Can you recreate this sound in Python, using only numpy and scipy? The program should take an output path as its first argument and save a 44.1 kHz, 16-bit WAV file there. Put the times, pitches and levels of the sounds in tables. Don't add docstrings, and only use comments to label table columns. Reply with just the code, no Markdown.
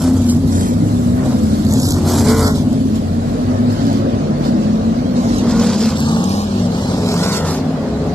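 import sys
import numpy as np
from scipy import signal
from scipy.fft import rfft, irfft, next_fast_len
from scipy.io import wavfile
from scipy.ndimage import uniform_filter1d, map_coordinates

SR = 44100
rng = np.random.default_rng(int(sys.argv[2]) if len(sys.argv) > 2 else 0)


def store_pcm(level_fs):
    pcm = np.round(np.clip(level_fs, -1, 1) * 32767).astype(np.int16)
    wavfile.write(sys.argv[1], SR, np.atleast_2d(pcm).T)


def volts(x):
    e = np.asarray(x, float) / 20
    return 10 ** e


N = 358974


def unit(x):
    return x / np.sqrt(np.mean(x ** 2) + 1e-20)


def along(points, hz):
    f, v = np.transpose(points)
    return np.interp(np.log(hz + 1), np.log(f + 1), v)


def curves(rows):
    s, *cols = np.transpose(rows)
    return [np.interp(np.arange(N) / SR, s, c) for c in cols]


def wobble(rate):
    coarse = np.arange(0, N + 64, 32)
    knots = rng.standard_normal(int(N * rate / SR) + 4)
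    return np.interp(np.arange(N), coarse, map_coordinates(knots, [coarse * rate / SR]))


def coloured(x, points):
    m = 16384
    gain = volts(along(points, np.fft.rfftfreq(m, 1 / SR)))
    cep = irfft(np.log(gain + 1e-6), m)
    cep[1:m // 2] *= 2
    cep[m // 2 + 1:] = 0
    impulse = irfft(np.exp(rfft(cep)), m)
    size = next_fast_len(N + m)
    return irfft(rfft(x, size) * rfft(impulse, size), size)[..., :N]


def patchy(x, depth_db):
    z = signal.stft(x, nperseg=512)[2]
    field = uniform_filter1d(rng.standard_normal(z.shape), size=4, axis=0)
    field = uniform_filter1d(field, size=6, axis=1)
    return signal.istft(z * volts(depth_db * unit(field)), nperseg=512)[1][:N]


def exhaust_orders():
    # [start/s, length/s, pitch/Hz, level/dB]
    holds = [(0, 0.21, 257.7, -16), (0.2, .2, 243, -16.5), (0, .65, 92, -21.5), (0.7, 0.29, 313.3, -29.5),
             (1.35, 0.14, 500, -27.5), (1.14, 0.19, 254.2, -18.5), (1.32, 0.5, 216, -20.5),
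             (1.7, 0.34, 102, -23), (1.9, 0.32, 358.3, -30), (2, 0.34, 294, -27), (2.3, 0.16, 242.1, -18.5),
             (2, 0.51, 89, -20.5), (2.5, 0.43, 258, -22.5), (2.559, 0.26, 95, -25),
             (2.852, 0.26, 90.3, -24.5), (2.5, 0.25, 156, -27), (3, 0.29, 92, -25.5),
             (3.421, .13, 96.5, -20), (3.5, 0.18, 250, -21.5), (3.5, 0.284, 243.2, -18.5),
             (3.8, 0.31, 275, -23.5), (3.5, .69, 103, -24.5), (3.898, 0.27, 353, -31),
             (4, 0.17, 580, -32.5), (4, 0.13, 545, -29), (4, 0.18, 245, -22), (4.5, 0.12, 320.5, -25.5),
             (5.0, 0.23, 245, -19), (5.5, 0.453, 224, -18), (6, .25, 224, -23), (6.5, 0.22, 238, -21),
             (6.5, 0.13, 372, -30.5), (7, 0.34, 172, -24), (6.5, 0.39, 103, -26.5), (7, 0.17, 416, -24),
             (7.5, 0.35, 240, -25.5), (7.781, 0.46, 420.3, -31), (7.749, 0.49, 540, -35.5),
             (8, 0.36, 163, -24), (0.7, .14, 277, -23), (0.3, .2, 152, -25), (5, .12, 196, -22),
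             (6, .16, 138, -26), (7, 0.18, 101, -26), (7.33, .2, 86, -28.5), (7.5, .25, 265, -24.5),
             (7.85, .3, 68, -30.5), (7, .25, 237, -26),
             (2.2, .42, 51, -33), (2.95, .95, 47, -40), (5.27, .36, 47, -36), (4.52, .3, 240, -25.5),
                (3.4, .2, 252, -25), (4.05, .3, 262, -29), (4.55, .3, 560, -33.5), (5.05, 0.31, 520, -32),
                (1.2, .18, 135, -24), (6.3, .4, 50, -42), (7.48, .15, 380, -30)]
    # [start/s, length/s, from/Hz, to/Hz, level/dB]
    glides = [(0.301, 0.27, 246, 283.6, -20.5), (0.215, 0.41, 334, 360, -36),
              (0.45, 0.97, 250, 239.3, -25.5), (0.737, 0.22, 276, 322.8, -22.5),
              (0.558, 0.33, 180, 166, -22), (.86, 0.33, 172, 189.2, -23.5), (0.65, 0.557, 100, 114, -22),
              (0.954, 0.25, 79, 75.7, -26), (1.4, 0.554, 80, 89.9, -25), (1.418, 0.23, 286, 297, -26),
              (1.702, 0.2, 240, 291, -20.5), (2.14, 0.163, 216, 250, -19.5),
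              (2.623, 0.426, 211, 222.5, -20.5), (3.093, 0.388, 227, 248.2, -24),
              (3.799, 0.61, 230, 211.5, -22.5), (4.5, 0.57, 203, 233, -18.5),
              (5.199, 0.44, 230, 242.4, -21), (5.52, 0.408, 174, 216.8, -19), (5.55, 0.167, 458, 493, -26),
              (5.919, 0.459, 76, 101.6, -28.5), (7.16, 0.27, 184, 207.4, -22),
              (7.25, 0.53, 166, 156.6, -26.5), (7.624, 0.47, 228, 264, -27.5), (6.3, .26, 86, 98, -28),
              (5.25, 0.298, 275, 310, -26), (1.95, 0.203, 180, 140, -24), (4.4, .22, 228, 243, -22)]
    # [start/s, length/s, from/Hz, top/Hz, level/dB]
    blips = [
        (2.236, 0.283, 420, 449, -22.5),
        (6.1, .66, 170.1, 205.8, -19.5),
    ]
    fade_s = .12
    flutter_db = .8 * wobble(14) + 1.04 * wobble(5)
    drift_hz = 1.2 * wobble(20) + 1.41 * wobble(7)

    def ramp(u):
        return u

    def arch(u):
        return np.sin(np.pi * u) ** 2

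    played = [(s, n, hz, hz, db, ramp) for s, n, hz, db in holds]
    played += [(*r, ramp) for r in glides] + [(*r, arch) for r in blips]
    out = np.zeros(N)
    for k, (s, length, from_hz, to_hz, db, shape) in enumerate(played):
        first = max(round((s - fade_s / 2) * SR), 0)
        last = min(round((s + length + fade_s / 2) * SR), N)
        i = np.arange(first, last)
        t = i / SR - s
        own = (i + 50021 * k) % N
        fade = np.clip(np.minimum(t, length - t) / fade_s + .5, 0, 1)
        hz = from_hz + (to_hz - from_hz) * shape(np.clip(t / length, 0, 1))
        turn = 2 * np.pi * np.cumsum(hz + drift_hz[own]) / SR
        out[i] += fade * volts(db + 3.5 + flutter_db[own]) * np.sin(turn + k)
    return out


def throttle():
    # [t/s, level/dB]
    across = [
        (0, -29.5),
        (.4, -32.5),
        (.8, -28.5),
        (1.5, -29.5),
        (2.8, -31.5),
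        (3.55, -26),
        (4.5, -26),
        (4.95, -27.5),
        (6.6, -28.5),
        (8.14, -26),
    ]
    # [start/s, length/s, hiss level/dB, rasp level/dB]
    close_cars = [(-.05, 0.17, -29, -28), (0.257, 0.094, -27.5, -60), (0.492, 0.24, -32, -31.5),
                  (0.84, 0.28, -53, -53), (1.148, 0.14, -64, -25), (1.247, 0.16, -39, -31.5),
                  (1.41, 0.41, -43.5, -55), (1.674, 0.35, -34, -36), (1.792, 0.17, -29, -38),
                  (2.048, 0.21, -27, -26), (2.229, 0.13, -24.5, -26), (2.351, 0.17, -26.5, -30),
                  (2.525, 0.098, -36, -47), (2.706, .06, -48, -58), (2.95, 0.027, -37, -59),
                  (2.76, 0.2, -55, -58), (3.68, 0.34, -44.5, -57), (4.42, 0.096, -43.5, -25),
                  (5.148, 0.61, -41, -31.5), (5.328, 0.037, -31, -50), (5.375, .035, -30, -50),
                  (5.477, 0.07, -24, -31), (5.555, 0.23, -26, -29.5), (5.754, 0.18, -26.5, -28.5),
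                  (5.934, 0.53, -32, -34.5), (6.457, 0.24, -43.5, -38), (6.71, 0.6, -37.5, -30.5),
                  (7.048, 0.21, -28, -30), (7.202, 0.13, -25, -38), (7.293, 0.12, -22.5, -32),
                  (7.439, 0.15, -27, -39), (3.837, 0.1, -45, -50), (0.136, 0.085, -34.5, -48)]
    open_s, shut_s, far_hiss_db = 0.073, 0.086, -50.5
    t = np.arange(0, N + 64, 64) / SR
    s, length, hiss_db, rasp_db = np.transpose(close_cars)[..., None]
    opening = np.minimum((t - s) / open_s + .5, (s + length - t) / shut_s + .5)
    opening = np.clip(opening, 0, 1) ** 2
    rasp = volts(2 * np.interp(t, *np.transpose(across))) + ((volts(rasp_db) * opening) ** 2).sum(0)
    hiss = volts(2 * far_hiss_db) + ((volts(hiss_db) * opening) ** 2).sum(0)
    return [np.interp(np.arange(N) / SR, t, 10 * np.log10(p)) for p in (rasp, hiss)]


def closeness():
    return np.clip((throttle()[1] + 44) / 14, 0, 1)


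def firings(cycle_hz, uneven, jitter, scatter_db):
    turns = np.cumsum(cycle_hz) * 8 / SR
    at = np.flatnonzero(np.diff(np.floor(turns)) > 0)
    pattern = 1 + uneven * rng.standard_normal(8)
    luck = rng.standard_normal((N // 50, 2))[:len(at)]
    size = pattern[np.arange(len(at)) % 8] * volts(scatter_db * luck[:, 0])
    late = jitter * luck[:, 1] * SR / 8 / cycle_hz[at]
    return np.bincount(np.clip(at + late, 0, N - 1).astype(int), size, N)


def near_cars():
    # [t/s, cycle/Hz]
    engine_cycle = [(0, 31.3), (.9, 38.4), (1.6, 44), (2.2, 46), (2.28, 55), (2.37, 56), (2.56, 51),
                    (2.8, 20), (5.5, 36), (6.1, 27.6), (7, 34), (7.4, 49.7), (7.7, 51)]
    # [f/Hz, level/dB]
    close_rasp = [(220, -42), (380, -5.5), (436, -3.5), (533, -6.5), (1430, -17.5), (1710, -23),
                  (2600, -28.5), (3380, -103), (5720, -120)]
    distant_rasp = [(220, -16.5), (380, -3.5), (422, -1), (646, -2.5), (951, -13.5), (1030, -14),
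                    (2600, -40), (3380, -49.5), (5720, -120)]
    # [f/Hz, level/dB]
    behind_hiss = [(1470, -46), (2700, -6), (4340, -0.5), (5120, 0.5), (6820, -1), (7470, 2.5), (8700, -6),
                   (10300, -7.5), (11600, -2.5), (13200, -16.5)]
    side_hiss = [(1350, -15.5), (2300, -10.5), (2900, -7.5), (5220, 0), (5990, -5.5), (7410, -4.5),
                 (9850, -17.5), (11700, -13), (13200, -22)]
    distant_hiss = [(1350, -26), (2300, -10.5), (2660, -6.5), (4320, -3), (5910, -9), (7150, -11.5),
                    (9940, -22), (11400, -23), (13200, -22.5)]
    rasp_db, hiss_db = throttle()
    beats = firings(curves(engine_cycle)[0], uneven=.4, jitter=0.05, scatter_db=1.0)
    puff_s = 0.0018
    puff = unit(np.abs(signal.lfilter([1], [1, -np.exp(-1 / (puff_s * SR))], beats)))
    load = closeness()

    def jet(steady):
        return rng.standard_normal(N) * (steady + load * puff) / (steady + load)

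    cracks = patchy(0.35 * load * unit(beats) + jet(1.0), depth_db=1.5)
    rasp = np.sqrt(load) * unit(coloured(cracks, close_rasp))
    rasp = rasp + np.sqrt(1 - load) * unit(coloured(cracks, distant_rasp))
    sputter_db = 0.81 * wobble(9.7) + load * 2.2 * wobble(190)
    gas = patchy(jet(2.6) * volts(sputter_db), depth_db=2.5)
    turned = np.interp(np.arange(N) / SR, (0.92, 3.7), [0, 1])
    behind = (1 - turned) * np.maximum(load, .39)
    side = turned * load
    shares = [(behind, behind_hiss), (side, side_hiss), (1 - behind - side, distant_hiss)]
    hiss = sum(np.sqrt(np.abs(share)) * unit(coloured(gas, colour)) for share, colour in shares)
    return volts(rasp_db - 1.0) * rasp + volts(hiss_db - 1.72) * hiss


def bursts():
    # [t/s, cycle/Hz, level/dB, pipe resonance/Hz]
    passes = [
        [(1.99, 38.14, -41, 610), (2.06, 39.6, -29.5, 641), (2.18, 41.7, -28, 663), (2.27, 42, -36, 690)],
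        [(2.22, 52.1, -40, 1040), (2.29, 54.34, -23.5, 1070), (2.37, 56.6, -25, 1010), (2.48, 53.7, -21, 1023),
         (2.57, 51.3, -43, 1000)],
        [(5.42, 55, -47, 1060), (5.6, 57.85, -32, 1060), (5.75, 60.7, -48, 1080), (5.93, 60, -33, 1060)],
        [(6.03, 27.9, -27.5, 880), (6.2, 28.14, -30, 829.7), (6.33, 29, -29.5, 790), (6.47, 30.2, -28, 799)],
        [(7.15, 51.06, -36, 1020), (7.28, 52.73, -26, 1050), (7.4, 54.1, -28, 980), (7.5, 52.4, -26.5, 890),
         (7.61, 50.9, -43, 815)],
    ]
    pipe_width = .085
    out = np.zeros(N)
    order = np.arange(9, 44)[:, None]
    for rows in passes:
        s, cycle_hz, db, pipe_hz = np.transpose(rows)
        i = np.arange(round(s[0] * SR), round(s[-1] * SR))
        cycle, level, pipe = (np.interp(i / SR, s, c) for c in (cycle_hz, db, pipe_hz))
        knots = rng.standard_normal((2, len(order), 6))
        shake, swell = (signal.resample(k, len(i), axis=1) for k in knots)
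        gain = .65 * (12 / order) ** 1.64
        for ratio, peak in [(1, 1), (1.36, .8), (1.95, .3)]:
            gain = gain + peak * np.exp(-(np.log(order * cycle / (ratio * pipe)) / pipe_width) ** 2)
        phase = order * 2 * np.pi * np.cumsum(cycle) / SR + .25 * shake + order ** 2
        stack = gain * volts(2.5 * swell) * np.sin(phase)
        out[i] += volts(level - 0.5) * signal.windows.tukey(len(i), .25) * unit(stack.sum(0))
    return out


def grit():
    # [t/s, peak level/dB, ring/Hz]
    stones = [(0.2652, -28, 6160), (0.2856, -29, 11300), (0.2975, -9.5, 7600), (0.4763, -21, 5160),
              (1.293, -28, 4970), (1.3049, -24, 5030), (1.65, -18, 7300), (1.6664, -15, 4530),
              (1.6885, -19, 5270), (1.725, -10, 7150), (1.7373, -4.5, 6900), (1.7892, -17, 7060),
              (1.8002, -11, 7600), (1.8406, -18, 6620), (1.89, -9, 7460), (1.9067, -2, 7460),
              (2.0886, -22, 5500), (2.1783, -15, 7480), (2.1967, -8, 6330), (2.257, -17, 7300),
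              (2.3849, -16, 4870), (2.4068, -13, 6850), (2.4794, -19, 6530), (2.5565, -15, 8300),
              (2.7296, -21, 4400), (2.9574, -23, 7320), (3.7263, -24, 5270), (3.854, -31, 4500),
              (3.868, -18, 5200), (3.9294, -20, 4670), (5.3347, -27, 6450), (5.3476, -23, 7100),
              (5.3842, -15, 6230), (5.4983, -17, 6380), (5.5741, -24, 6480), (5.5996, -19, 7420),
              (5.7984, -32, 7270), (6.0045, -12, 5340), (6.2411, -13, 6600), (6.294, -17, 5260),
              (7.0458, -23, 7430), (7.0692, -23, 5360), (7.2618, -18, 6420), (7.3147, -26, 6740),
              (7.38, -22, 7430)]
    # [f/Hz, level/dB]
    wire = [(1500, -30), (4000, -1), (7500, 1), (9500, -3), (11500, 0), (13000, -10), (14000, -90)]
    out, t = np.zeros(N + 600), np.arange(600) / SR
    for s, db, hz in stones:
        crack = np.diff(rng.standard_normal(len(t) + 1)) * volts(-60 * t / .004)
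        ring = 0.6 * np.sin(2 * np.pi * hz * t) * volts(-60 * t / .009)
        out[round(s * SR):][:len(t)] += volts(db - 2) * (crack + ring)
    return coloured(out[:N], wire)


def blurred_pack(count=9):
    # [t/s, level/dB]
    strength = [(0.0, -17), (1.49, -16.5), (2.29, -15), (3.08, -18), (4.71, -16), (5.35, -14.5),
                (5.78, -20), (6.12, -18), (6.51, -23.5), (6.94, -17), (7.46, -20), (8.14, -17.5)]
    # [f/Hz, level/dB]
    burble_colour = [(18, -49), (30, -11), (59, -10), (91, -0.5), (150, -9.5), (200, -31), (330, -120)]
    drone_colour = [(82, -33.5), (140, -6.5), (167, -5.5), (236, 3.5), (307, -6.5), (420, -18.5),
                    (550, -44), (920, -120)]
    drone_db, = curves(strength)
    burble_db = drone_db - 4.5 - .5 * np.arange(N) / SR
    blur = 0
    for mean_hz in np.linspace(24, 40, count):
        level = volts(2.95 * wobble(1.607))
        cycle_hz = mean_hz * (1 + .06 * wobble(1.2))
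        blur = blur + level * unit(firings(cycle_hz, uneven=2.18, jitter=.05, scatter_db=2))
    blur = unit(blur) + 0.42 * rng.standard_normal(N)
    burble = volts(burble_db - 2.0) * unit(coloured(blur, burble_colour))
    return burble + volts(drone_db - 2.5) * unit(coloured(blur, drone_colour))


def placed(x):
    # [from/s, to/s, left lag at start/samples, at end/samples]
    sweeps = [(0, .2, 0, 2), (.2, .5, 3, 5), (.5, 1.22, 17, 18), (1.22, 1.36, 2, 3), (1.36, 1.62, 19, 20),
              (1.62, 1.98, 7, 7.4), (1.98, 2.44, 0, 0), (2.44, 2.76, 7.2, 5.8), (2.74, 5, 18, 18),
              (5, 5.42, 17, 12), (5.42, 5.95, -2, -1.5), (5.95, 6.24, -10.5, -10), (6.24, 6.6, -14, -14),
              (6.6, 6.95, -11, -9.3), (6.95, 7.43, -7.7, -4.4), (7.43, 8.2, -3.5, -1)]
    out, t, x = np.zeros((2, N)), np.arange(N) / SR, np.pad(x, 64)
    for s0, s1, lag0, lag1 in sweeps:
        i = np.flatnonzero((t > s0 - .03) & (t < s1 + .03))
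        fade = np.clip(np.minimum(t[i] - s0 + .03, s1 + .03 - t[i]) / .06, 0, 1)
        lag = np.interp(t[i], [s0, s1], [lag0, lag1])
        out[0, i] += fade * map_coordinates(x[i[0]:i[-1] + 129], [i - i[0] + 64 - lag])
        out[1, i] += fade * x[i + 64]
    return out


def scene():
    # [t/s, left lag/samples]
    pack_lag = [(0, 2), (.3, 4), (.6, 18), (1.5, 18), (1.7, 8), (2.1, 1), (2.5, 3), (2.8, 18), (4.5, 17),
                (5.3, 14), (5.5, 8), (6, 2), (6.3, -1), (8.14, -2)]
    # [f/Hz, level/dB]
    diffuse = [(600, -32.5), (1200, -3), (2000, 6), (8000, 8.5)]
    # [f/Hz, level/dB]
    low_diffuse = [(60, -26), (250, -13), (600, -5), (1000, -6), (1800, -30)]
    drone = exhaust_orders() + blurred_pack()
    late = np.interp(np.arange(N) - curves(pack_lag)[0], np.arange(N), drone)
    direct = near_cars() + bursts() + grit()
    others = np.array([blurred_pack(count=2) + near_cars() for _ in range(2)])
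    around_db = 5.0 - 15.5 * np.sqrt(closeness())
    around = volts(around_db) * coloured(others, diffuse) + coloured(others, low_diffuse)
    return volts(-1.0) * (np.array([late, drone]) + placed(direct) + around)


def thinned(x, under_db):
    # [f/Hz, share]
    weak = [(1500, 0), (2200, .3), (3400, .2), (7500, .1), (8600, .36), (13000, .4)]
    size, shift = 1024, 965
    n, k = np.arange(2 * size) + .5, np.arange(size) + .5
    hz = k * SR / 2 / size
    window = np.sqrt(2 / size) * np.sin(np.pi * n / 2 / size)
    lapped = window * np.cos(np.pi / size * k[:, None] * (n + size / 2))
    lead, count = 2 * size - shift, N // size + 5
    mid_side = np.array([x[0] + x[1], x[0] - x[1]]) / 2
    blocks = np.pad(mid_side, ((0, 0), (lead, count * size - N - lead))).reshape(2, count, size)
    z = np.concatenate([blocks[:, :-1], blocks[:, 1:]], axis=2) @ lapped.T
    cell = (z ** 2).reshape(2, count - 1, -1, 8).mean(3)
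    cell = np.repeat(uniform_filter1d(cell, size=2, axis=1), 8, axis=2)
    around = uniform_filter1d(cell.sum(0), size=64, axis=1)
    kept = (cell > around * volts(2 * under_db)) | (hz < 1900)
    edge_hz = 13250 - 340 * np.round(760 / 340 * np.abs(wobble(26)[::size]))
    kept &= hz < np.resize(edge_hz, count - 1)[:, None]
    kept &= z ** 2 > along(weak, hz) ** 2 * cell
    scatter = uniform_filter1d(rng.standard_normal((count - 1, size // 8)), size=2, axis=0)
    scatter = np.repeat(scatter, 8, axis=1) * (hz > 1000)
    y = (z * kept * volts(1.6 * unit(scatter))) @ lapped
    joined = (y[:, 1:, :size] + y[:, :-1, size:]).reshape(2, -1)
    mid, side = joined[:, lead - size:][:, :N]
    return np.array([mid + side, mid - side])


def low_pass(x):
    return signal.sosfilt(signal.butter(12, 13370, fs=SR, output="sos"), x)


def record(dry):
    # [f/Hz, level/dB]
    bass_cut = [(5, -59), (25, -23), (33, -11.5), (45, 3), (70, -0.5)]
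    # [f/Hz, left-right level/dB]
    ports = [(60, 1), (180, 0.5), (510, 1), (1500, 0.5), (4370, -4.5), (12800, 0)]
    dry = coloured(dry, bass_cut)
    wide = (dry - 0.016 * dry[::-1]) * volts(2.0)

    def tilt(share):
        return [(hz, share * db) for hz, db in ports]

    x = np.array([coloured(wide[0], tilt(0.97)), coloured(wide[1], tilt(-0.15))])
    x = x / (1 + np.abs(x / 1.05) ** 4) ** (1 / 4)
    mix = thinned(x, under_db=-7)
    return low_pass(mix)


dry = scene()
out = record(dry)
store_pcm(out)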